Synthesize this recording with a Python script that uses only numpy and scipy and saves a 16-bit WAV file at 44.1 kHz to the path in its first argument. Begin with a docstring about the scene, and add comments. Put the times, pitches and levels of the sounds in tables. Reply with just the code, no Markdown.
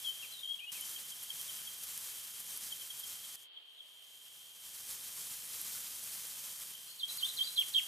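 """Short whistled chirps, like small songbirds in tall grass: a slurred phrase on the left, faint
distant slurs, and later five swooping calls on the right. Each note is a gliding, nearly pure tone.
Leaves scatter the whistles, and the microphone ports resonate near 3 kHz, so a note flares whenever
it glides through that pitch. A bright, steady-toned hiss, the same in both channels, swells, ticks
and drops away in steps over very quiet open air."""
import sys
import numpy as np
from scipy import signal
from scipy.fft import rfft, irfft
from scipy.io import wavfile
from scipy.ndimage import uniform_filter1d

SR = 44100
rng = np.random.default_rng(int(sys.argv[2]) if len(sys.argv) > 2 else 0)


def int16_out(signal):
    """Quantize to a 16-bit WAV file."""
    q = np.round(np.clip(np.atleast_2d(signal).T, -1, 1) * 32767)
    wavfile.write(sys.argv[1], SR, q.astype(np.int16))


N = 347067
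TIME = np.arange(N) / SR
FREQ = np.maximum(np.fft.rfftfreq(N, 1 / SR), 1)
TOP_HZ = 14950


def left_bird():
    """Frequency modulation: a near bird sings one phrase of short, even glides."""
    # slurred notes: (time [s], length [s], first pitch [Hz], last pitch [Hz], level [dB])
    phrase = [(0.038, 0.024, 3420, 3300, -57), (0.061, .051, 3186, 3070, -54),
              (0.19, 0.031, 3250, 3170, -67), (0.228, 0.026, 2780, 2320, -51.5),
              (0.323, 0.033, 4160, 3760, -51.5), (0.37, 0.057, 3780, 3670, -57),
              (0.43, 0.036, 3274, 3140, -56), (0.477, 0.068, 3250, 3290, -52.5),
              (0.589, 0.014, 2620, 3140, -55.5), (0.604, .05, 2400, 2590, -51),
              (0.668, 0.033, 2850, 2930, -57), (0.747, 0.051, 2690, 2200, -53.5),
              (0.817, .022, 3010, 3100, -62.5)]
    song = whistle([slur(*row) for row in phrase], waver=.012, flutter_db=3, fade_s=.0033)
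    return outdoors(song, pan_db=6, lag_s=.00004, near_db=-7.5, scatter_s=.02, far_db=-9.5, t60_s=.6)


def right_bird():
    """Frequency modulation: a near bird swoops widely, and stronger pitch jitter makes it hoarser."""
    # swooping calls: (time [s], fall [s], turning pitch [Hz], rise [s], flick [s], last pitch [Hz],
    # level [dB], sag [dB], flick [dB])
    calls = [(6.986, .044, 3073, .02, .008, 3450, -46, -19, -10),
             (7.175, .05, 3024, 0.02, .01, 3570, -44.5, -20, 4),
             (7.364, .04, 3076, 0.019, 0.017, 4840, -44, -11.5, 5),
             (7.556, .028, 3170, .017, 0.033, 1890, -43, -4, -2.5),
             (7.73, .026, 3117, .016, .031, 1850, -40.5, -2.5, -1)]
    # thin high notes: (time [s], length [s], first pitch [Hz], last pitch [Hz], level [dB])
    high_notes = [(6.869, .05, 4280, 4430, -54), (7.082, 0.033, 3930, 3970, -45.5),
                  (7.278, .024, 3890, 3960, -45), (7.461, .019, 4030, 4040, -40.5)]
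    notes = [swoop(*row) for row in calls] + [slur(*row) for row in high_notes]
    song = whistle(notes, waver=.028, flutter_db=2.5, fade_s=.003)
    return outdoors(song, pan_db=-4, lag_s=-.00007, near_db=-6, scatter_s=.02, far_db=-12, t60_s=.45,
                    shade_hz=4000)


def far_bird(period_s=.093, slur_s=.0254, pitch_ratio=.85, spread_db=2):
    """Periodic repetition: a faint, distant bird gives down-slurs, alone or in evenly paced runs."""
    # runs of slurs: (time [s], length of the run [s], starting pitch [Hz], level [dB])
    runs = [(0.958, .04, 3290, -66), (1.107, .61, 3480, -67.5), (2.709, .23, 3480, -66.5),
            (3.023, .04, 3550, -67), (3.233, .04, 3550, -71), (3.56, .04, 3530, -65),
            (3.783, .04, 3740, -68), (6.245, .33, 3770, -71), (6.735, .04, 3400, -71)]
    notes = []
    for start, length, hz, db in runs:
        for at, strength in zip(np.arange(start, start + length, period_s), rng.standard_normal(8)):
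            notes.append(slur(at, slur_s, hz, pitch_ratio * hz, db + spread_db * strength))
    song = whistle(notes, waver=.003, flutter_db=6.5, fade_s=.004)
    return outdoors(song, pan_db=0, lag_s=.0001, near_db=-7, scatter_s=.012, far_db=-16, t60_s=.5)


def slur(start, length, first_hz, last_hz, db):
    """A linear sweep that swells and falls back, as (time [s], pitch [Hz], level [dB]) points."""
    share = np.array([0, .45, 1])  # onset, peak, end
    swell_db = np.array([-4, 0, -3.5])
    hz = first_hz + (last_hz - first_hz) * share
    return np.column_stack([start + length * share, hz, db + swell_db])


def swoop(start, fall_s, low_hz, rise_s, flick_s, last_hz, db, sag_db, flick_db):
    """A curved sweep (sagging fall, loud climb, flick) as (time [s], pitch [Hz], level [dB]) points."""
    first_hz, crest_hz = 4575, 3435
    attack_s, recover_s = .0064, .0054
    onset_db, entry_db, crest_db = -6, 1, -6.5
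    crest_s = fall_s + rise_s
    t = np.arange(0, crest_s + flick_s, 10 / SR)
    fall = np.clip(1 - t / fall_s, 0, 1) ** 1.5  # slows down
    rise = np.clip((t - fall_s) / rise_s, 0, 1)
    flick = np.clip((t - crest_s) / flick_s, 0, 1) ** 1.49  # speeds up
    hz = low_hz + (first_hz - low_hz) * fall + (crest_hz - low_hz) * rise + (last_hz - crest_hz) * flick
    turns_s = [0, attack_s, fall_s - recover_s, fall_s + recover_s, crest_s, crest_s + flick_s]
    effort_db = np.interp(t, turns_s, [onset_db, entry_db, sag_db, 0, crest_db, flick_db])
    return np.column_stack([start + t, hz, db + effort_db])


def whistle(notes, waver, flutter_db, fade_s, beak_hz=2520):
    """Phase is the integral of frequency: a sine follows each note, unsteady in pitch and strength."""
    out = np.zeros(N)
    drift = 1 + waver * walk(600)
    flutter = undb(flutter_db * walk(280))
    for note in notes:
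        times, hz, db = np.transpose(note)
        on = (TIME > times[0] - fade_s) & (TIME < times[-1] + fade_s)
        t = TIME[on]
        pitch = uniform_filter1d(np.interp(t, times, hz), size=130) * drift[on]
        fade = np.clip(np.minimum(t - t[0], t[-1] - t) / fade_s, 0, 1)
        envelope = fade * flutter[on] * undb(np.interp(t, times, db))
        radiation = 1 / np.sqrt(1 + (beak_hz / pitch) ** 10)  # a small beak radiates low pitches poorly
        out[on] += radiation * envelope * np.sin(2 * np.pi * np.cumsum(pitch) / SR)
    return out


def outdoors(x, pan_db, lag_s, near_db, scatter_s, far_db, t60_s, shade_hz=4400, glint_db=7):
    """Multipath propagation: direct sound, quick echoes off ground and bushes, a thin tail from trees."""
    t = TIME[:SR]
    # leaves block the highest pitches on the direct path and scatter them instead
    passed = 1 / (1 + (FREQ / shade_hz) ** 10)
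    shaded = rfft(x) * passed
    scattered = irfft(rfft(x) * (passed + undb(glint_db) * (1 - passed)), N)
    channels = []
    for side in (1, -1):
        bushes = rng.random(len(t)) < 1800 / SR  # about 1800 reflections a second
        near = bushes * rng.standard_normal(len(t)) * np.exp(-t / scatter_s) * (t > .002)
        far = rng.standard_normal(len(t)) * undb(-60 * t / t60_s) * np.minimum(t / .02, 1)
        echoes = undb(near_db) * near / np.linalg.norm(near) + undb(far_db) * far / np.linalg.norm(far)
        # with a positive lag the sound reaches the left port first
        direct = irfft(shaded * np.exp(1j * np.pi * FREQ * lag_s * side), N)
        channels.append(undb(side * pan_db / 2) * direct + signal.fftconvolve(scattered, echoes)[:N])
    return np.array(channels)


def ports(x, ring_hz=3171, width_hz=236, ring_db=19.5):
    """Cavity resonance: the air behind each microphone port rings at one pitch."""
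    ring = undb(ring_db) / (1 + 1j * (FREQ / ring_hz - ring_hz / FREQ) * ring_hz / width_hz)
    return irfft(rfft(x) * (1 + ring), N)


def hiss(trim_db=-2, flicker_db=.98, grain_db=1.07):
    """Amplitude-modulated noise, bright and central: each surge swells, ticks, dips, ebbs and spurts."""
    # base level of the hiss: (time [s], level [dB])
    base = [(0, -46.5), (0.28, -48), (0.717, -60), (0.719, -46.5), (3.357, -46), (3.361, -57.5),
            (3.435, -55), (3.49, -83.5), (3.75, -68.5), (4.12, -57.5), (4.59, -53.5), (4.64, -47.5),
            (5.2, -44.5), (6.6, -43.5), (7.076, -54), (7.081, -46.5), (7.87, -45)]
    # spectrum of the hiss: (frequency [Hz], relative density [dB])
    hiss_colour = [(25, -20), (70, -15.5), (120, -10), (210, -12), (300, -17), (420, -16.5), (510, -12),
                   (620, -17), (1100, -10), (2000, -9), (4500, -4), (7500, -0.5), (11500, 0.5), (15000, -3)]
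    # spectrum of the dry ticks: (frequency [Hz], relative density [dB])
    tick_colour = [(2000, -28), (5000, -46), (9500, -6), (11600, 11), (13000, -5), (15000, -17)]
    # surges, each with a tick near its top: (time of the tick [s], boost [dB])
    surges = [(0.811, 4.5), (1.414, 4), (1.978, 4), (2.575, 4), (5.615, 3), (7.174, 4.5)]
    # brief rises in level: (time [s], boost [dB])
    rises = [(0.07, 1), (3.105, 3.5), (4.44, 3), (4.925, 5), (5.045, 2), (5.195, 2.5), (5.33, 3.2),
             (6.14, 3.5), (7.7, 3)]
    attack_s, lead_s, hold_s, release_s = .088, .056, .08, .23  # lead and hold count from the tick
    dip_db, spurt_db, tick_db, soft_tick_db = -3, 2.5, -31.5, -42
    level_db = np.interp(TIME, *np.transpose(base)) + trim_db
    level_db += flicker_db * walk(60) + grain_db * walk(1500)
    level_db += sum(db * bump(at, width_s=.037) for at, db in rises)
    ticks = np.zeros(N)
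    for at, db in surges:
        dip_at, spurt_at = at + .019, at + .424
        swell = np.interp(TIME - at, [-lead_s - attack_s, -lead_s, hold_s, hold_s + release_s],
                          [0, 1, 1, 0])
        level_db += db * swell
        level_db += dip_db * bump(dip_at, width_s=.016) + spurt_db * bump(spurt_at, width_s=.011)
        ticks += undb(tick_db) * bump(at, width_s=.00063, order=1)
        ticks += undb(soft_tick_db) * bump(spurt_at, width_s=.0056, order=1)
    return undb(level_db) * noise(hiss_colour) + ticks * noise(tick_colour)


def air(wander_db=.72, side_db=-1):
    """Partial coherence: quiet open air is alike on both sides in the bass and differs in the middle."""
    # level of the open air: (time [s], level [dB])
    levels = [(0, -68), (1.4, -70.5), (2.4, -71.5), (3.7, -71.8), (4.4, -73), (5.2, -74), (6.5, -73),
              (7.87, -71)]
    # spectrum common to both channels: (frequency [Hz], relative density [dB])
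    mid_colour = [(30, -30), (120, -22), (230, -10), (380, 0), (650, 3), (1500, -0.5), (2400, 0),
                  (3200, 3.5), (4500, 0), (7000, -37), (11000, -24), (15000, -21)]
    # weighting of that spectrum for the antiphase part: (frequency [Hz], relative gain [dB])
    width = [(100, -12.5), (700, -3), (4500, 0), (7000, -31)]
    hz, db = np.transpose(mid_colour)
    side_colour = np.column_stack([hz, db + np.interp(hz, *np.transpose(width))])
    level_db = np.interp(TIME, *np.transpose(levels)) + wander_db * walk(25)
    mid = noise(mid_colour)
    side = undb(side_db) * noise(side_colour)
    return undb(level_db) * np.array([mid + side, mid - side])


def noise(colour):
    """Spectral shaping: noise of rms 1 that follows (frequency [Hz], relative density [dB]) points."""
    hz, db = np.transpose(colour)
    gain = undb(np.interp(np.log(FREQ), np.log(hz), db)) * (FREQ < TOP_HZ)
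    x = irfft(rfft(rng.standard_normal(N)) * gain, N)
    return x / x.std()


def walk(rate_hz):
    """Low-pass noise: smoothed random steps with a spread near 1."""
    hold = max(int(SR / rate_hz), 1)
    steps = np.repeat(rng.standard_normal(N // hold + 1), hold)
    return 1.3 * uniform_filter1d(uniform_filter1d(steps, hold), hold)[:N]


def bump(at, width_s, order=2):
    """A pulse envelope of height 1: Gaussian for order 2, a pointed exponential for order 1."""
    return np.exp(-np.minimum(np.abs(TIME - at) / width_s, 20) ** order)


def undb(db):
    """Amplitude ratio from decibels."""
    return 10 ** (np.asarray(db) / 20)


def scene():
    """Superposition: birds and air through the resonant ports, with the hiss over them."""
    return ports(left_bird() + right_bird() + far_bird() + air()) + hiss()


def record(dry):
    """Band limiting: a steep low-pass filter cuts the highest treble."""
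    return signal.sosfilt(signal.ellip(10, .2, 70, TOP_HZ, fs=SR, output="sos"), dry)


dry = scene()
out = record(dry)
int16_out(out)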